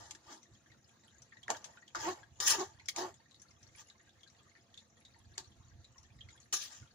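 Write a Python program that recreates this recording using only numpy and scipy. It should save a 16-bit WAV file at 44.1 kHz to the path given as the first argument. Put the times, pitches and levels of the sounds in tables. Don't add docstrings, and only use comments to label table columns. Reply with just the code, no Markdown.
import sys
import numpy as np
from scipy import signal
from scipy.fft import rfft, irfft
from scipy.io import wavfile

SR = 44100
rng = np.random.default_rng(int(sys.argv[2]) if len(sys.argv) > 2 else 0)


def unload_audio(sound):
    columns = np.transpose(np.atleast_2d(sound))
    steps = np.round(np.clip(columns, -1, 1) * 32767)
    wavfile.write(sys.argv[1], SR, steps.astype(np.int16))


def voltage_ratio(level):
    return 10 ** (np.asarray(level, float) / 20)


N = 306054

# pitch_hz, density_db_per_hz
HISS_SPECTRUM = [(110, -9), (180, 1.5), (570, -7.5), (1000, -11), (1800, -11.5), (2800, -17), (3800, -13.5),
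                 (5200, -16.5), (6900, -11), (7500, -17), (8000, -32.5), (10500, -30), (13300, -39),
                 (15300, -35), (16500, -39)]
# pitch_hz, density_db_per_hz
RUMBLE_SPECTRUM = [(12, -56), (20, -19), (32, -21), (55, -4), (76, 3), (115, 4.5), (179, -15), (260, -14),
                   (340, -21.5), (570, -120)]
# time_s, level_db
FLAME_DRAUGHT = [(0.0, -65), (0.11, -74), (1.68, -72), (1.93, -80), (1.97, -65), (4.93, -74), (5.14, -65.5),
                 (5.47, -66.5), (5.49, -62.5), (5.8, -57), (5.86, -71), (6.03, -62.5), (6.77, -75),
                 (6.84, -55), (6.9, -80), (6.94, -66)]
# pitch_hz, density_db_per_hz
EDGE_SPECTRUM = [(1060, -18), (1800, -38.5), (2070, 0), (2860, -2.5), (3320, 1), (4810, 0.5), (5130, 0.5),
                 (7230, 7.5), (8010, -9), (9730, -9.5), (12600, -24.5), (13800, -33), (14900, -22),
                 (16100, -21.5)]
# pitch_hz, width_hz, level_db
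WALL_MODES = [(604, 350, -3.5), (722, 72, -0.5), (841, 160, -2), (898, 95, 5), (963, 110, -4.5),
              (1200, 16, 5.5), (1348, 280, -9.5), (1569, 43, 5), (1710, 37, 7), (1900, 110, 5.5),
              (2198, 70, 3)]
# pitch_hz, width_hz, level_db
SPOON_MODES = [(3010, 27, -11), (3330, 72, -10), (3760, 41, -11), (4410, 75, -9), (4610, 85, -13),
               (5190, 200, -7), (5980, 27, -4), (6160, 39, -2), (6420, 28, -6), (7260, 31, 0),
               (7500, 60, -8)]
# pitch_hz, width_hz, level_db
BOTTOM_MODES = [(330, 110, 0), (410, 90, -1), (800, 160, -2), (1200, 200, -9)]
# pitch_hz, likeness_0_to_1
LIKENESS = [(60, 1), (300, 0.91), (800, 0.3), (2000, 0.23), (5000, 0.097), (15000, 0.229)]
# pitch_hz, difference_db
LEAN = [(60, -3), (100, -3), (180, 0), (310, 0.5), (550, -0.5), (950, -3.5), (1650, 2.5), (2860, -3),
        (4970, 3), (8640, 3), (15000, -10.5)]
# pitch_hz, lead_rad
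TURN = [(250, 0.49), (1000, -1), (2500, 1.58), (5000, -0.5), (9000, -8), (16000, -1.5)]
# firmest_s, pressure_db, speed_0_to_1, rise_s, fall_s
PUSHES = [(0.0, -55, 0.29, .01, 0.24), (.325, -53.5, 0.4, .12, 0.081), (1.502, -36, 0, 0.023, 0.094),
          (1.57, -60.5, 0.64, .03, 0.032), (1.668, -60.5, .02, 0.27, 0.24),
          (1.956, -42, 0.29, 0.0098, 0.063), (2.011, -47.5, 0.48, 0.049, 0.069),
          (2.045, -42, 0.29, 0.067, 0.096), (2.099, -42, 0.23, 0.14, 0.075),
          (2.181, -57.5, 0.02, 0.075, .14), (2.406, -41.5, 0.54, 0.0068, 0.22),
          (2.48, -40.5, 0.78, .04, 0.035), (2.503, -36.5, 0.64, .04, 0.093),
          (2.549, -40, 0.26, 0.15, 0.059), (2.604, -44, 0.37, 0.07, 0.096),
          (2.68, -61.5, 0.22, 0.063, 0.13), (2.889, -53.5, 0.93, 0.009, 0.024),
          (2.99, -40.5, 0.37, 0.048, 0.093), (3.028, -42.5, 0, .04, 0.11), (3.81, -61, 0.59, 0.1, 0.031),
          (5.38, -55, 0.57, 0.006, 0.053), (6.529, -45, 0.77, 0.004, 0.093),
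          (6.633, -58.5, .92, 0.095, 0.087), (6.72, -60, 0.57, 0.08, 0.18)]
# peak_s, level_db, slip_rate_hz, rise_s, fall_s
STALLS = [(0.0, -71, 309.7, .01, 0.78), (0.327, -56.5, 310, 0.1, .1), (1.51, -48.5, 320, 0.016, 0.081),
          (1.975, -51, 332.2, 0.029, 0.067), (2.081, -33, 327.9, 0.053, 0.063),
          (2.13, -48, 336, .03, 0.021), (2.4, -49.5, 370.7, .004, .04), (2.555, -48, 390.5, .06, 0.038),
          (2.606, -34.5, 395.9, 0.062, 0.066), (2.99, -41, 373, 0.026, 0.12),
          (3.036, -40.5, 368.5, 0.055, 0.073), (5.376, -59, 373.2, .004, 0.11),
          (6.528, -51, 363, .004, 0.064)]
# start_s, level_db, relative_knock_db, knock_hz, t60_s
TAPS = [(0.1092, -31, -14, 920, 0.045), (0.1494, -42, -10, 1740, 0.057), (1.4806, -37, 12, 1740, 0.012),
        (1.502, -20, 0.5, 854, 0.041), (1.6428, -35, -22, 1730, 0.093), (1.948, -39, 13, 1200, 0.15),
        (2.4017, -21.5, -14.5, 1670, 0.04), (2.8853, -22.5, -6, 2180, 0.015), (2.9614, -28, -11, 760, 0.07),
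        (5.3799, -23, -21, 1600, 0.013), (6.5263, -27, -17, 1200, 0.086), (6.5393, -30, 1, 1210, 0.013)]
# start_s, level_db, cavity_hz, skin_share_0_to_1
BLOOPS = [(0.659, -48, 1710, .15), (0.698, -50.5, 2100, .1), (0.716, -46, 1900, .6),
          (1.0347, -51, 1910, 0.66), (1.3234, -38, 1820, 0), (1.368, -41, 1900, .3),
          (1.546, -34, 1610, 0.5), (1.77, -39, 1510, 0.24), (1.8214, -45, 1900, .05),
          (2.2293, -40.5, 1660, 0.38), (2.796, -39.5, 2080, 0.46), (3.14, -45, 3450, 0.9),
          (3.1998, -53, 1830, 0.04), (3.7484, -44, 2230, 0.2), (3.996, -47, 1850, 0.3),
          (4.3474, -53, 1850, .53), (4.5514, -44, 1850, 0), (4.5756, -53, 2150, .1),
          (5.0087, -53, 2210, 0.2), (5.144, -49, 1875, 0.15), (5.244, -55, 1660, 0.36),
          (5.316, -50, 1640, 0.28), (6.1868, -48, 1900, 0.54), (6.207, -33.5, 3250, 0),
          (6.286, -41.5, 2110, 0.5), (6.3622, -54, 1810, 0.34), (6.4563, -51.5, 1773, .12),
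          (6.825, -47, 1450, 0.18)]
# start_s, level_db, skin_hz
SNAPS = [(0.4293, -43.5, 5930), (1.0788, -47.5, 3200), (1.2186, -40, 6030), (1.4295, -37.5, 3310),
         (1.878, -41, 3200), (2.8568, -39.5, 5500), (3.31, -46, 3930), (3.343, -44.5, 3860),
         (3.397, -46, 5600), (3.4164, -38.5, 6320), (3.5067, -47, 5420), (3.6285, -43.5, 5780),
         (3.673, -51, 5850), (3.898, -40.5, 3850), (4.092, -49, 3510), (4.2063, -53.5, 3420),
         (4.231, -41.5, 3310), (4.274, -45, 4040), (4.2983, -50, 5650), (4.74, -42, 3420),
         (4.7748, -35, 3560), (4.7914, -48, 4220), (5.0493, -41, 3800), (5.4416, -45.5, 4190),
         (5.8431, -41.5, 3910), (5.9798, -40.5, 5700), (6.03, -48, 5770), (6.3024, -47.5, 3840),
         (6.3754, -48, 3370), (6.4, -44.5, 6650)]
# start_s, level_db
SPITS = [
    (0.8906, -70.5),
    (1.074, -71),
    (3.4194, -66.5),
    (3.7596, -62.5),
    (5.003, -73),
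    (5.1882, -70),
    (6.361, -69.5),
]


def rms_one(x):
    return x / np.sqrt(np.mean(x ** 2) + 1e-20)


def at_hz(points, hz):
    p = np.array(points)
    return np.interp(np.log(np.maximum(hz, 1)), np.log(p[:, 0]), p[:, 1])


def drift(rate):
    r = np.exp(-80 * np.pi * rate / SR)
    steps = rng.standard_normal(N // 40 + 2002)
    slow = signal.lfilter([1], [1, -2 * r, r * r], steps)[2000:]
    return np.interp(np.arange(N) / 40, np.arange(len(slow)), rms_one(slow))


def grains(per_s, spread_db):
    sizes = voltage_ratio(spread_db * np.minimum(rng.exponential(1, (2, N)), 4))
    sizes = sizes * rng.choice([-1, 1], (2, N))
    return sizes * (rng.random((2, N)) < per_s / SR)


def stereo(pair, spectrum=None):
    hz = np.fft.rfftfreq(N, 1 / SR)
    alike = np.clip(at_hz(LIKENESS, hz), 0, 1)
    lean = voltage_ratio(at_hz(LEAN, hz) / 2) * np.exp(.5j * at_hz(TURN, hz))
    colour = 1 if spectrum is None else voltage_ratio(at_hz(spectrum, hz))
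    mid, side = rfft(pair) * colour
    mid, side = np.sqrt(1 + alike) * mid, np.sqrt(1 - alike) * side
    return rms_one(irfft([(mid + side) * lean, (mid - side) / lean], N))


def resonate(x, hz, width_hz):
    r = np.exp(-np.pi * max(width_hz, 10) / SR)
    poles = [1, -2 * r * np.cos(2 * np.pi * hz / SR), r * r]
    return signal.lfilter([(1 - r * r) / 2, 0, (r * r - 1) / 2], poles, x + 1e-18)


def body(x, modes, wander_db, centre_hz=None):
    out = 0
    for k, (hz, width_hz, db) in enumerate(modes):
        near_db = 0
        if centre_hz is not None:
            near_db = -14 * np.minimum(np.abs(np.log2(hz / centre_hz)), 1.3)
        gain = voltage_ratio(db + near_db + wander_db * drift(21))
        out = out + (-1) ** k * gain * resonate(x, hz, width_hz)
    return out


def panned(db):
    return voltage_ratio(np.array([[db / 2], [-db / 2]]))


def patchy(x, patch_db):
    edges = np.geomspace(120, 18000, 13)
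    out = 0
    for edge in zip(edges, edges[1:]):
        band = signal.sosfilt(signal.butter(2, edge, "band", fs=SR, output="sos"), x)
        out = out + voltage_ratio(patch_db * drift(16)) * band
    return rms_one(out)


def burner():
    white = rng.standard_normal((3, 2, N))
    air = patchy(stereo(white[0], HISS_SPECTRUM), patch_db=1.2)
    hiss = voltage_ratio(-70.5 + 1.0 * drift(22.2)) * air
    whistle = voltage_ratio(-83.0) * stereo(body(white[1], [(683.7, 15, 0)], wander_db=1.0))
    s, db = np.transpose(FLAME_DRAUGHT)
    draught_db = np.interp(np.arange(N) / SR, s, db)
    flicker_db = 3.4 * drift(21) + 2.54 * drift(3.4)
    return hiss + whistle + voltage_ratio(draught_db + flicker_db) * stereo(white[2], RUMBLE_SPECTRUM)


def fizz():
    per_s = 380 * voltage_ratio(4.4 * drift(10.0))
    clicks = np.abs(grains(per_s, spread_db=4.5)[0])
    dealt = rng.integers(0, 18, N)
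    white, fade = rng.standard_normal((2, N)), voltage_ratio(-60 / (.06 * SR))
    rings = 0
    for k, hz in enumerate(np.geomspace(900, 10500, 18)):
        puff = white * signal.lfilter([1], [1, -fade], clicks * (dealt == k) + 1e-18)
        rings = rings + resonate(resonate(puff, hz, hz / 15), hz, hz / 4.0)
    return voltage_ratio(-72) * stereo(rings, HISS_SPECTRUM)


def swell(s, db, rise_s, fall_s):
    t = np.arange(N) / SR - s
    away = np.where(t < 0, -t / max(rise_s, .001), t / max(fall_s, .001))
    return voltage_ratio(db - 28.5 * np.minimum(away, 5) ** 1.296)


def stroke_controls():
    slow_edge_db, speed_edge_db = -11, 33
    slow_ring_hz, speed_octaves = 740, 1.02
    speed = np.array(PUSHES)[:, 2:3]
    wall = np.array([swell(s, db, rise_s, fall_s) for s, db, _, rise_s, fall_s in PUSHES]) ** 2 + 1e-30
    edge = np.sum(wall * voltage_ratio(slow_edge_db + speed_edge_db * speed) ** 2, axis=0)
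    groan = np.sum([swell(s, db, rise_s, fall_s) ** 2 for s, db, _, rise_s, fall_s in STALLS], axis=0)
    mean_speed = np.sum(wall * speed, axis=0) / wall.sum(axis=0)
    centre_hz = slow_ring_hz * 2 ** (speed_octaves * mean_speed)
    return np.sqrt(groan), np.sqrt(wall.sum(axis=0)), np.sqrt(edge), centre_hz


def scrape():
    groan, wall, edge, centre_hz = stroke_controls()
    slip_hz = np.interp(np.arange(N) / SR, *np.array(STALLS)[:, [0, 2]].T)
    phase = np.cumsum(slip_hz * (1 + 0.076 * drift(25)) / SR)
    slips = np.diff(np.floor(phase), prepend=0) * voltage_ratio(4.2 * rng.standard_normal(N))
    slips = rms_one(slips) * [[1], [0]] + 0.51 * rng.standard_normal((2, N))
    grit = rms_one(grains(2000, spread_db=2.6))
    bright = patchy(stereo(grit, EDGE_SPECTRUM), patch_db=1.9)
    bright = rms_one(bright + .75 * stereo(body(grit[::-1], SPOON_MODES, wander_db=3.0)))
    top = signal.sosfilt(signal.butter(4, 8500, "high", fs=SR, output="sos"), bright)
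    bright = bright + top * (np.sqrt(np.abs(edge) / voltage_ratio(-52.5)) - .45)
    bottom = stereo(body(slips, BOTTOM_MODES, wander_db=1.5))
    ring = stereo(body(grit, WALL_MODES, wander_db=2.5, centre_hz=centre_hz))
    skipping = voltage_ratio(1.1 * drift(47)) * edge
    return groan * bottom + wall * ring + skipping * bright


def taps():
    white, t, out = rng.standard_normal((2, N)), np.arange(4000) / SR, np.zeros((2, N))
    rattle = stereo(body(white[::-1], SPOON_MODES, wander_db=4))
    high = rms_one(stereo(white, EDGE_SPECTRUM) + .4 * rattle)
    low = rms_one(stereo(body(white, WALL_MODES, wander_db=-2.0)) + 0.97 * stereo(white))
    thin = signal.butter(4, 1400, "high", fs=SR, output="sos")
    for s, db, knock_db, knock_hz, t60 in TAPS:
        i = round(s * SR)
        span = slice(i, i + len(t))
        fade = voltage_ratio(-60 * t / max(t60, .005)) + .8 * voltage_ratio(-60 * t / .007)
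        fade = fade * np.minimum(t / .0004, 1)
        crack = signal.sosfilt(thin, fade * high[:, span])
        knock = resonate(fade * low[:, span], knock_hz, knock_hz / 3)
        knock = 4 * voltage_ratio(knock_db) * resonate(knock, knock_hz, knock_hz / 2)
        out[:, span] += voltage_ratio(db - 9.5) * panned(1.9) * (crack + knock)
    return out


def bubbles():
    rows = [(s, db, hz, 2.03 * hz, share) for s, db, hz, share in BLOOPS]
    rows += [(s, db, 1900 * 2 ** rng.normal(0, 0.3), hz, 1) for s, db, hz in SNAPS]
    placed = []
    for row in rows:
        pan_db = 1.3 + 0.5 * np.log2(row[3] / 3600) + rng.normal()
        placed.append((*row, pan_db))
    return placed


def pops():
    spray = stereo(grains(1100, spread_db=4.5), EDGE_SPECTRUM)
    t, out = np.arange(4000) / SR, np.zeros((2, N))
    white = stereo(rng.standard_normal((2, N)))
    fade = np.minimum(t / 0.0014, 1) * (voltage_ratio(-60 * t / 0.044) + 0.23 * voltage_ratio(-60 * t / 0.14))
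    for s, db, cavity_hz, skin_hz, share, pan_db in bubbles():
        i = round(s * SR)
        span = slice(i, i + len(t))
        puff = fade * white[:, span]
        cavity, skin = (resonate(resonate(puff, hz, hz / 16), hz, hz / 1.8) for hz in (cavity_hz, skin_hz))
        skin_share = np.clip(share, 0, 1)
        ring = np.sqrt(1.02 - skin_share ** 2) * rms_one(cavity) + skin_share * rms_one(skin)
        droplets = voltage_ratio(5) * (skin_share + 0.098) * fade * spray[:, span]
        out[:, span] += voltage_ratio(db - 26) * panned(pan_db) * (ring + droplets)
    return out


def spits():
    spit_hz, t60_s = 10300, 0.016
    puffs = np.zeros(N)
    puffs[[round(s * SR) for s, db in SPITS]] = voltage_ratio(np.array(SPITS)[:, 1] + 30)
    puffs = signal.lfilter([1], [1, -voltage_ratio(-60 / (t60_s * SR))], puffs + 1e-18)
    puffs = puffs * stereo(rng.standard_normal((2, N)))
    return resonate(resonate(puffs, spit_hz, 224), spit_hz, 600)


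def kitchen(x):
    t60_s, level_db = .11, -9
    t = np.arange(8000) / SR
    tail = rng.standard_normal((2, len(t))) * voltage_ratio(-60 * t / t60_s) * (t > .003)
    tail = signal.sosfilt(signal.butter(1, 700, "high", fs=SR, output="sos"), tail)
    tail = tail / np.sqrt(np.sum(tail[0] ** 2))
    return voltage_ratio(level_db) * signal.fftconvolve(x, tail, axes=1)[:, :N]


def scene():
    pan = fizz() + scrape() + taps() + pops() + spits()
    return burner() + pan + kitchen(pan)


def top_cut(x):
    return signal.sosfilt(signal.butter(12, 16830, fs=SR, output="sos"), x)


def record(dry):
    mix = signal.sosfilt(signal.butter(1, 40, "high", fs=SR, output="sos"), dry)
    mix = signal.sosfilt(signal.cheby2(12, 70, 16550, fs=SR, output="sos"), mix)
    return top_cut(mix)


dry = scene()
out = record(dry)
unload_audio(out)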